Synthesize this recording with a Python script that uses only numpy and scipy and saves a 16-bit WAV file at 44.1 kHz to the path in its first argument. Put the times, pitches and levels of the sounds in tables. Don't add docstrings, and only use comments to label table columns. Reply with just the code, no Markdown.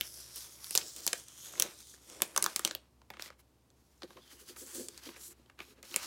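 import sys
import numpy as np
from scipy import signal
from scipy.fft import rfft, irfft, next_fast_len
from scipy.io import wavfile
from scipy.ndimage import uniform_filter1d

SR = 44100
rng = np.random.default_rng(int(sys.argv[2]) if len(sys.argv) > 2 else 0)


def wrap_up_sound(samples):
    columns = np.atleast_2d(samples).T
    tamed = np.clip(columns, -1, 1)
    steps = np.round(tamed * 32767).astype(np.int16)
    wavfile.write(sys.argv[1], SR, steps)


N = 267366


def undb(db):
    return 10 ** (np.asarray(db) / 20)


def level(x, db):
    return x * undb(db) / np.sqrt(np.mean(x ** 2))


def peak(x):
    return x / np.max(np.abs(x))


def band(x, lo_hz, hi_hz, order=2):
    edges_hz = [lo_hz, min(hi_hz, .47 * SR)]
    return signal.sosfilt(signal.butter(order, edges_hz, "band", fs=SR, output="sos"), x)


def colour(x, points):
    size = next_fast_len(len(x))
    hz, db = np.transpose(points)
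    bin_hz = np.maximum(np.arange(size // 2 + 1) * SR / size, 1)
    gain = undb(np.interp(np.log(bin_hz), np.log(hz), db))
    return irfft(rfft(x, size) * gain, size)[:len(x)]


def walk(rate_hz):
    hold = int(SR / rate_hz)
    steps = np.repeat(rng.standard_normal(N // hold + 1), hold)[:N]
    return 1.23 * uniform_filter1d(uniform_filter1d(steps, hold), hold)


# frequency in Hz, relative density in dB per Hz.
ROOM_SPECTRUM = [(15, -37.5), (25, -14.5), (72, -1.5), (129, -3), (169, -7), (291, -3.5), (570, -13.5),
                 (977, -15.5), (1630, -23.5), (5200, -25.5), (12700, -29.5), (15700, -33.5)]
ROOM_DB = -69
# frequency in Hz, mean level in dB rms.
HUM_TONES = [(60, -81), (65, -71), (120, -78)]


def room():
    t = np.arange(N) / SR
    hum = 0
    for hz, db in HUM_TONES:
        hum = hum + undb(db + 2.0 * walk(2.1)) * np.sqrt(2) * np.sin(2 * np.pi * hz * t)
    air = level(colour(rng.standard_normal(N), ROOM_SPECTRUM), ROOM_DB)
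    return air * undb(.6 * walk(1.3)) + hum


# centre in Hz, width in Hz, gain in dB.
BOX_ON_CLOTH = [(347, 106, 2), (481, 270, 0), (248, 140, -4.5)]
# centre in Hz, width in Hz, gain in dB.
BOX_HELD = [(355.4, 43, -0.5), (413.7, 75, -6), (490, 67, -10), (278.4, 81, -8.5)]


def box(x, modes):
    return sum(undb(db) * band(x, hz - width / 2, hz + width / 2) for hz, width, db in modes)


def ticks(rate_hz, scatter_db):
    happens = rng.random(N) < rate_hz / SR
    return happens * rng.standard_normal(N) * undb(scatter_db * rng.exponential(size=N))


def rustle(controls, modes, tick_share, flicker_db, slope_db_per_octave, patchy_db):
    hump_hz, hiss_gain, top_gain, mid_gain, box_gain = controls
    slips = tick_share * level(ticks(3000., 2.9), 0)
    flicker = undb(flicker_db * walk(50))

    def grain():
        return flicker * (slips * rng.standard_normal(N) + rng.standard_normal(N))

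    def patch(lo_hz, hi_hz):
        return level(band(grain(), lo_hz, hi_hz), 0) * undb(patchy_db * walk(5))

    centres_hz = 3300 * 2 ** np.arange(0, 1.5, .24)
    hump = np.array([undb(-slope_db_per_octave * np.abs(np.log2(hz / hump_hz))) * np.sqrt(hz)
                     for hz in centres_hz])
    hump = hump / np.sqrt(np.sum(hump ** 2, axis=0))
    hiss = sum(gain * patch(hz / 1.09, hz * 1.09) for hz, gain in zip(centres_hz, hump))
    top = 0.58 * patch(9500, 11500) + 0.51 * patch(11220, 13500) + 0.36 * patch(13500, 15700)
    mid = level(band(grain() * undb(2.5 * walk(30)), 800, 3100), 0)
    murmur = level(box(rng.standard_normal(N) * undb(2.4 * walk(30)), modes), 0)
    return hiss * hiss_gain + top * top_gain + mid * mid_gain + murmur * box_gain


def table_bounce(x, share, delay_ms, sway_ms):
    lag_ms = np.clip(delay_ms + sway_ms * walk(2.5), .2, 4)
    late = np.arange(N) - SR / 1000 * lag_ms
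    return (x + share * np.interp(late, np.arange(N), x)) / np.sqrt(1 + share ** 2)


# start in seconds, length in seconds, centre in Hz,
# level in dB rms before the swell is applied.
FINGER_DRAGS = [(4.207, 0.045, 3450, -66), (4.21, .05, 4900, -72), (4.27, .07, 3130, -68),
                (4.35, 0.091, 2950, -69)]
DRAG_WIDTH_HZ = 260


def drags():
    t = np.arange(N) / SR
    out = np.zeros(N)
    for start, length, hz, db in FINGER_DRAGS:
        song = level(band(rng.standard_normal(N), hz - DRAG_WIDTH_HZ / 2, hz + DRAG_WIDTH_HZ / 2), db)
        arch = np.sin(np.pi * np.clip((t - start) / length, 0, 1)).clip(0)
        out += song * np.sqrt(arch)
    return out


# strongest moment in seconds, rise in seconds, fall in seconds,
# hiss in dB at that moment, swell in dB from the ends up to it, hiss centre in Hz,
# top in dB re hiss, middle in dB re hiss.
HAND_STROKES = [(3.245, .045, 0.043, -52.5, 9, 4600, -1.5, -8.5), (3.22, .09, 0.12, -70, 5, 3600, -21, 8),
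                (3.397, 0.0096, 0.016, -67.5, 3, 5600, 2.5, -1), (3.901, .14, 0.16, -77, 4, 6100, -2, -6.5),
                (4.035, 0.026, 0.021, -67, 6, 3800, -12, 1), (4.17, 0.096, 0.038, -65, 9, 3700, -3.5, 0),
                (4.23, 0.024, 0.074, -63, 4, 3370, -5.5, -3.5),
                (4.33, 0.027, 0.039, -57.5, 5, 5200, -1.5, -4), (4.4, 0.042, 0.051, -58, 8, 5950, 0, -3.5),
                (4.5, 0.048, 0.035, -53.5, 7.5, 4830, -4.5, -3),
                (4.55, 0.028, 0.019, -68.5, -2.5, 5200, 0, 4.5),
                (4.62, 0.053, 0.065, -50.5, 7.5, 7250, -1, -9),
                (4.8, .13, 0.085, -45.5, 11, 7560, -3.5, -11.5),
                (4.91, 0.014, 0.16, -62.5, 0.5, 4900, -4, -1.5),
                (5.07, 0.042, 0.081, -50.5, 20.5, 4840, -1.5, -4),
                (5.17, 0.06, 0.081, -67, 4, 4000, -13, 5.5), (5.281, 0.12, 0.046, -49, 12, 7820, 0.5, -13),
                (5.41, 0.16, 0.12, -78.5, 10, 4500, -3, 5), (5.6, 0.016, 0.039, -65, 11.5, 3600, 0.5, 13),
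                (5.7, 0.076, 0.041, -61.5, 5, 4430, -3, -2), (5.79, 0.046, 0.068, -76, 7, 4930, -2.5, 5.5),
                (5.941, 0.099, .04, -48, 12, 4900, -4, -4.5), (6.03, 0.046, 0.14, -47, 7, 5200, -5, -2)]
STROKE_EDGE_S, STROKE_MURMUR_DB = 0.019, -10.5
# start in seconds, peak gain in dB, rise in seconds.
HAND_GRIPS = [(4.035, -38.5, 0.0051), (4.09, -61.5, 0.01), (4.158, -55, 0.0092), (4.32, -67.5, .015),
              (4.415, -62, 0.0083), (4.496, -57, 0.01), (4.61, -58, 0.021), (4.73, -56, 0.036),
              (4.78, -52, 0.032), (5.063, -50, .012), (5.28, -68, 0.022), (5.395, -61, 0.0047),
              (5.59, -68, 0.022), (5.67, -66.5, 0.034), (5.775, -58.5, 0.014)]


def stroking():
    t = np.arange(N) / SR
    hiss, top, mid, weighted_hz, grips = np.full((5, N), 1e-9)
    for strongest, rise, fall, db, swell_db, hz, top_db, mid_db in HAND_STROKES:
        start, end = strongest - rise, strongest + fall
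        edges = np.clip(np.minimum(t - start, end - t) / STROKE_EDGE_S + .5, 0, 1)
        swell = np.interp(t, [start, strongest, end], [-swell_db, 0, -swell_db])
        gain = edges * undb(db + swell)
        hiss = hiss + gain
        top = top + gain * undb(top_db)
        mid = mid + gain * undb(mid_db)
        weighted_hz = weighted_hz + gain * hz
    for start, db, rise in HAND_GRIPS:
        age = np.maximum(t - start, 0) / rise
        grips = grips + undb(db) * age * np.exp(1 - age)
    hump_hz = np.maximum(weighted_hz / hiss, 1000)
    return hump_hz, hiss, top, mid, mid * undb(STROKE_MURMUR_DB) + grips


# time in seconds, hiss in dB, hiss centre in Hz, top in dB re hiss,
# middle in dB re hiss, box murmur in dB re hiss.
GLUE_RELEASE = [(0.0, -54, 4900, -2.5, -4.5, -4.5), (0.11, -52.5, 6750, -0.5, -9.5, -18),
                (0.25, -56.5, 5100, -4.5, -7, -16), (0.345, -55.5, 4760, -5, -11, -12),
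                (0.385, -49.5, 4800, -2, -12, -35), (0.5, -57.5, 5970, -2, -6.5, -8),
                (0.61, -58.5, 6140, 0, -6.5, -10), (0.66, -53.5, 7100, 0.5, -9, -26),
                (0.73, -50, 6600, -0.5, -15.5, -24), (0.8, -52.5, 6900, -5, -10, -8),
                (0.87, -50, 6560, -6, -12.5, -15), (0.93, -54.5, 6600, -6, -12, -23),
                (0.98, -51, 6600, -5, -11.5, -10.5), (1.18, -52, 5900, -3.5, -8.5, -12),
                (1.27, -61.5, 6550, -8, -9, -18), (1.46, -52, 5900, -1.5, -10, -15.5),
                (1.55, -53.5, 7300, -6.5, -11, -4), (1.65, -53, 5300, -5, -3, 5),
                (1.76, -59, 5200, -6, -7.5, -12), (1.9, -56.5, 6900, -6, -13, -23),
                (2.0, -70.5, 6300, -4, -3.5, -5), (2.06, -62, 6200, -1, -6, -11),
                (2.12, -57, 6200, -9, -5.5, -3), (2.27, -60.5, 8200, -5, -5, 4.5),
                (2.32, -63, 6700, -4, 2, 1), (2.48, -51.5, 5800, -8, -4, 0.5),
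                (2.6, -61.5, 6100, 2, -4, -10), (2.68, -45.5, 6300, -17, -4, -8),
                (2.76, -67, 3930, -17, 0, 3), (2.9, -92.5, 4500, -4.5, 3, -9)]


def peeling():
    s, *columns = np.transpose(GLUE_RELEASE)
    t = np.arange(N) / SR
    db, hump_hz, top_db, mid_db, box_db = (np.interp(t, s, column) for column in columns)
    hiss = undb(db) * (t <= s[-1])
    return hump_hz, hiss, hiss * undb(top_db), hiss * undb(mid_db), hiss * undb(box_db)


# band centre in Hz, T60 in seconds, band gain in dB.
ECHO_BANDS = [(370, 0.28, -13.5), (1390, 0.19, -11), (4070, 0.2, -17), (10100, 0.072, -21.5)]


def echo(x):
    t = np.arange(int(.4 * SR)) / SR
    tail = 0
    for hz, t60, db in ECHO_BANDS:
        envelope = 10 ** (-3 * t / t60) * (1 - np.exp(-t / 0.00033))
        part = band(rng.standard_normal(len(t)), hz / 2.8, hz * 2.15) * envelope
        part = part / np.sqrt(np.sum(part ** 2))
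        tail = tail + undb(db) * part * np.sqrt(hz / 10000)
    return signal.fftconvolve(x, tail)[:N]


# time in seconds, body peak in dB, body centre in Hz, middle centre in Hz,
# middle in dB re peak, top in dB re peak, burst time scale in ms.
CREASE_SNAPS = [(0.0094, -17.5, 3800, 2320, -10, 2.5, 0.47), (0.3583, -37, 10500, 2830, -10, 5, 3.9),
                (0.7074, -21, 9000, 2920, -14.5, -24, 0.95), (0.7509, -10, 9600, 2680, -7, -32, 0.85),
                (0.7553, -19, 6260, 2900, -22, -15, 7.7), (0.775, -4.5, 7160, 800, -31, -18, 0.57),
                (0.8104, -33.5, 3650, 2750, -5, -26, 3.9), (0.9621, -30, 7340, 2790, -15, -12, 1.5),
                (1.065, -14, 7600, 810, -19, -1.5, 0.45), (1.076, -12, 7240, 3060, -10.5, -23, 0.27),
                (1.1296, -15.5, 6700, 1820, -6, -19, 1.3), (1.283, -36, 6800, 2830, -34, -22, 1.1),
                (1.5354, -42, 6330, 837, 3, -15, 1.1), (1.5535, -41, 6360, 1770, 1.5, -14, 1.1),
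                (1.578, -39, 3500, 1000, -6, -18, 1.4), (1.5973, -6, 8300, 3000, -17, -9, 1.23),
                (1.6217, -9.5, 6030, 1590, -19, -3.5, 0.76), (1.939, -47, 6870, 1600, -2, -16, 0.84),
                (2.0985, -35, 8090, 2850, -10, -9, 0.7), (2.2031, -42.5, 3700, 1100, 7.5, -8, 0.26),
                (2.2189, -5.5, 8900, 2450, -12, -23, 0.81), (2.3471, -47, 3280, 1530, 1.5, -2, 0.32),
                (2.362, -13, 6600, 1010, -9, -16, 0.66), (2.3751, -11.5, 7260, 1070, -10, -5, 1.6),
                (2.4243, -10.5, 7700, 2430, -20.5, -21, 1.2), (2.4404, -10.5, 7440, 1120, -21.5, -9, 0.89),
                (2.4615, -16, 5440, 1230, 0, -2, 0.44), (2.5606, -10, 5760, 2190, -14.5, -9, 0.5),
                (2.5927, -19.5, 8600, 1240, -6.5, -12, 0.7), (2.6485, -10, 6500, 2900, -8.5, -13, 0.91),
                (2.6746, -23, 5860, 2245, -7, -6, 0.45), (2.7098, -21.5, 4380, 1573, -8, -27, 0.59),
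                (2.749, -26, 3060, 2950, -5, 5.5, 1), (3.016, -53, 3290, 1060, -0.5, -22, 0.9),
                (3.1018, -31, 3070, 870, -6, -9, 1.6), (3.1362, -43.5, 3030, 1140, -1.5, -29, 2.3),
                (3.1689, -42.5, 3060, 1300, 1, -25, 0.93), (3.1954, -32.5, 3720, 1710, 2, -26, 0.15),
                (3.2218, -26.5, 4450, 1920, -13, -7, 0.76), (3.2592, -40, 3330, 1910, -1, -14, 0.93),
                (3.277, -45, 3720, 1370, -1, -26, 1.1), (3.3019, -48, 5110, 1168, 9.5, -28, 0.55),
                (3.702, -53, 5100, 952, -16.5, -21.5, 0.86), (4.019, -40.5, 3750, 1140, 0, -24, 2.25),
                (4.0318, -30.5, 3500, 1070, -8.5, -30.5, 0.42), (4.1043, -51.5, 3450, 1130, 3, -15, 1.7),
                (4.1667, -52.5, 3550, 1057, 8, -16, 4.7), (4.561, -45.5, 5070, 1570, 0.5, -11, 3.2),
                (4.8844, -24.5, 6400, 2220, -23, -34, 0.36), (4.9758, -33, 6140, 2640, -24, -15, 0.69),
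                (5.0527, -40.5, 3560, 2830, -6.5, -18, 6.8), (5.0698, -42, 4120, 2810, -2, -15, 2.2),
                (5.0889, -41.5, 3230, 1740, 2.5, -25, 1.3), (5.161, -46.5, 3070, 1800, 3, -19, 2.3),
                (5.459, -58, 3300, 2870, 0.5, -32, 0.91), (5.4969, -61, 3280, 2030, 16, -34, 1.3),
                (5.5891, -49, 3440, 1980, 10.5, -19, 0.75), (5.6027, -40, 3100, 2170, 8.5, -33, 0.73),
                (5.8274, -39.5, 5700, 2090, -6.5, -7, 3.2), (5.913, -37, 3030, 2770, -10, -6, 0.59),
                (5.9411, -25.5, 3320, 2900, -5, -5, 0.85), (5.9603, -9.5, 8500, 2270, -10.5, -30, 0.71)]
THUD_DB, THUD_FOLLOWS = -20.5, 0.75


def snaps():
    out, t = np.zeros(N + 2048), np.arange(2048) / SR
    for s, db, hz, mid_hz, mid_db, top_db, ms in CREASE_SNAPS:
        noise = rng.standard_normal((5, len(t)))
        tau_s = np.clip(ms, .1, 8) / 1000

        def burst(stretch):
            return t * np.exp(-t / (tau_s * stretch)) + 0.035 * tau_s * np.exp(-t / 0.0025)

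        body = peak(band(noise[0] * burst(0.32), hz / 1.51, hz * 1.42))
        top = undb(top_db) * peak(band(noise[1] * burst(.3), 11000, 18000))
        bend = noise[2] * burst(1.1)
        bend_peak = band(bend, mid_hz / 1.157, mid_hz * 1.213, order=1)
        mid = undb(mid_db) * peak(band(bend, 800, 2200) + 4.1 * bend_peak)
        push = noise[3] * burst(2.98)
        thud_gain = undb(THUD_DB + THUD_FOLLOWS * (db + mid_db))
        thud = thud_gain * peak(.5 * band(push, 160, 1200) + box(push, BOX_ON_CLOTH))
        crackle = noise[4] * (1 - np.exp(-t / 0.0008)) * np.exp(-t / 0.015)
        settle = undb(-22.5) * peak(band(crackle, 430, 12000, order=1))
        i = int((s + .0009) * SR)
        out[i:i + len(t)] += undb(db) * (body + top + mid + settle) + thud
    return out[:N]


def scene():
    creases = snaps()
    peel = rustle(peeling(), BOX_ON_CLOTH, tick_share=0.89, flicker_db=1.5, slope_db_per_octave=4.0, patchy_db=2.4)
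    rubs = rustle(stroking(), BOX_HELD, tick_share=0.59, flicker_db=2.5, slope_db_per_octave=7.5, patchy_db=-1.0)
    film = table_bounce(peel + rubs, share=0.14, delay_ms=0.78, sway_ms=0.11)
    return (creases + echo(creases) + film + room() + drags())[None]


def record(dry):
    dry = signal.sosfilt(signal.butter(2, 38, "high", fs=SR, output="sos"), dry)
    return signal.sosfilt(signal.ellip(10, .2, 75, 16100, fs=SR, output="sos"), dry)


dry = scene()
out = record(dry)
wrap_up_sound(out)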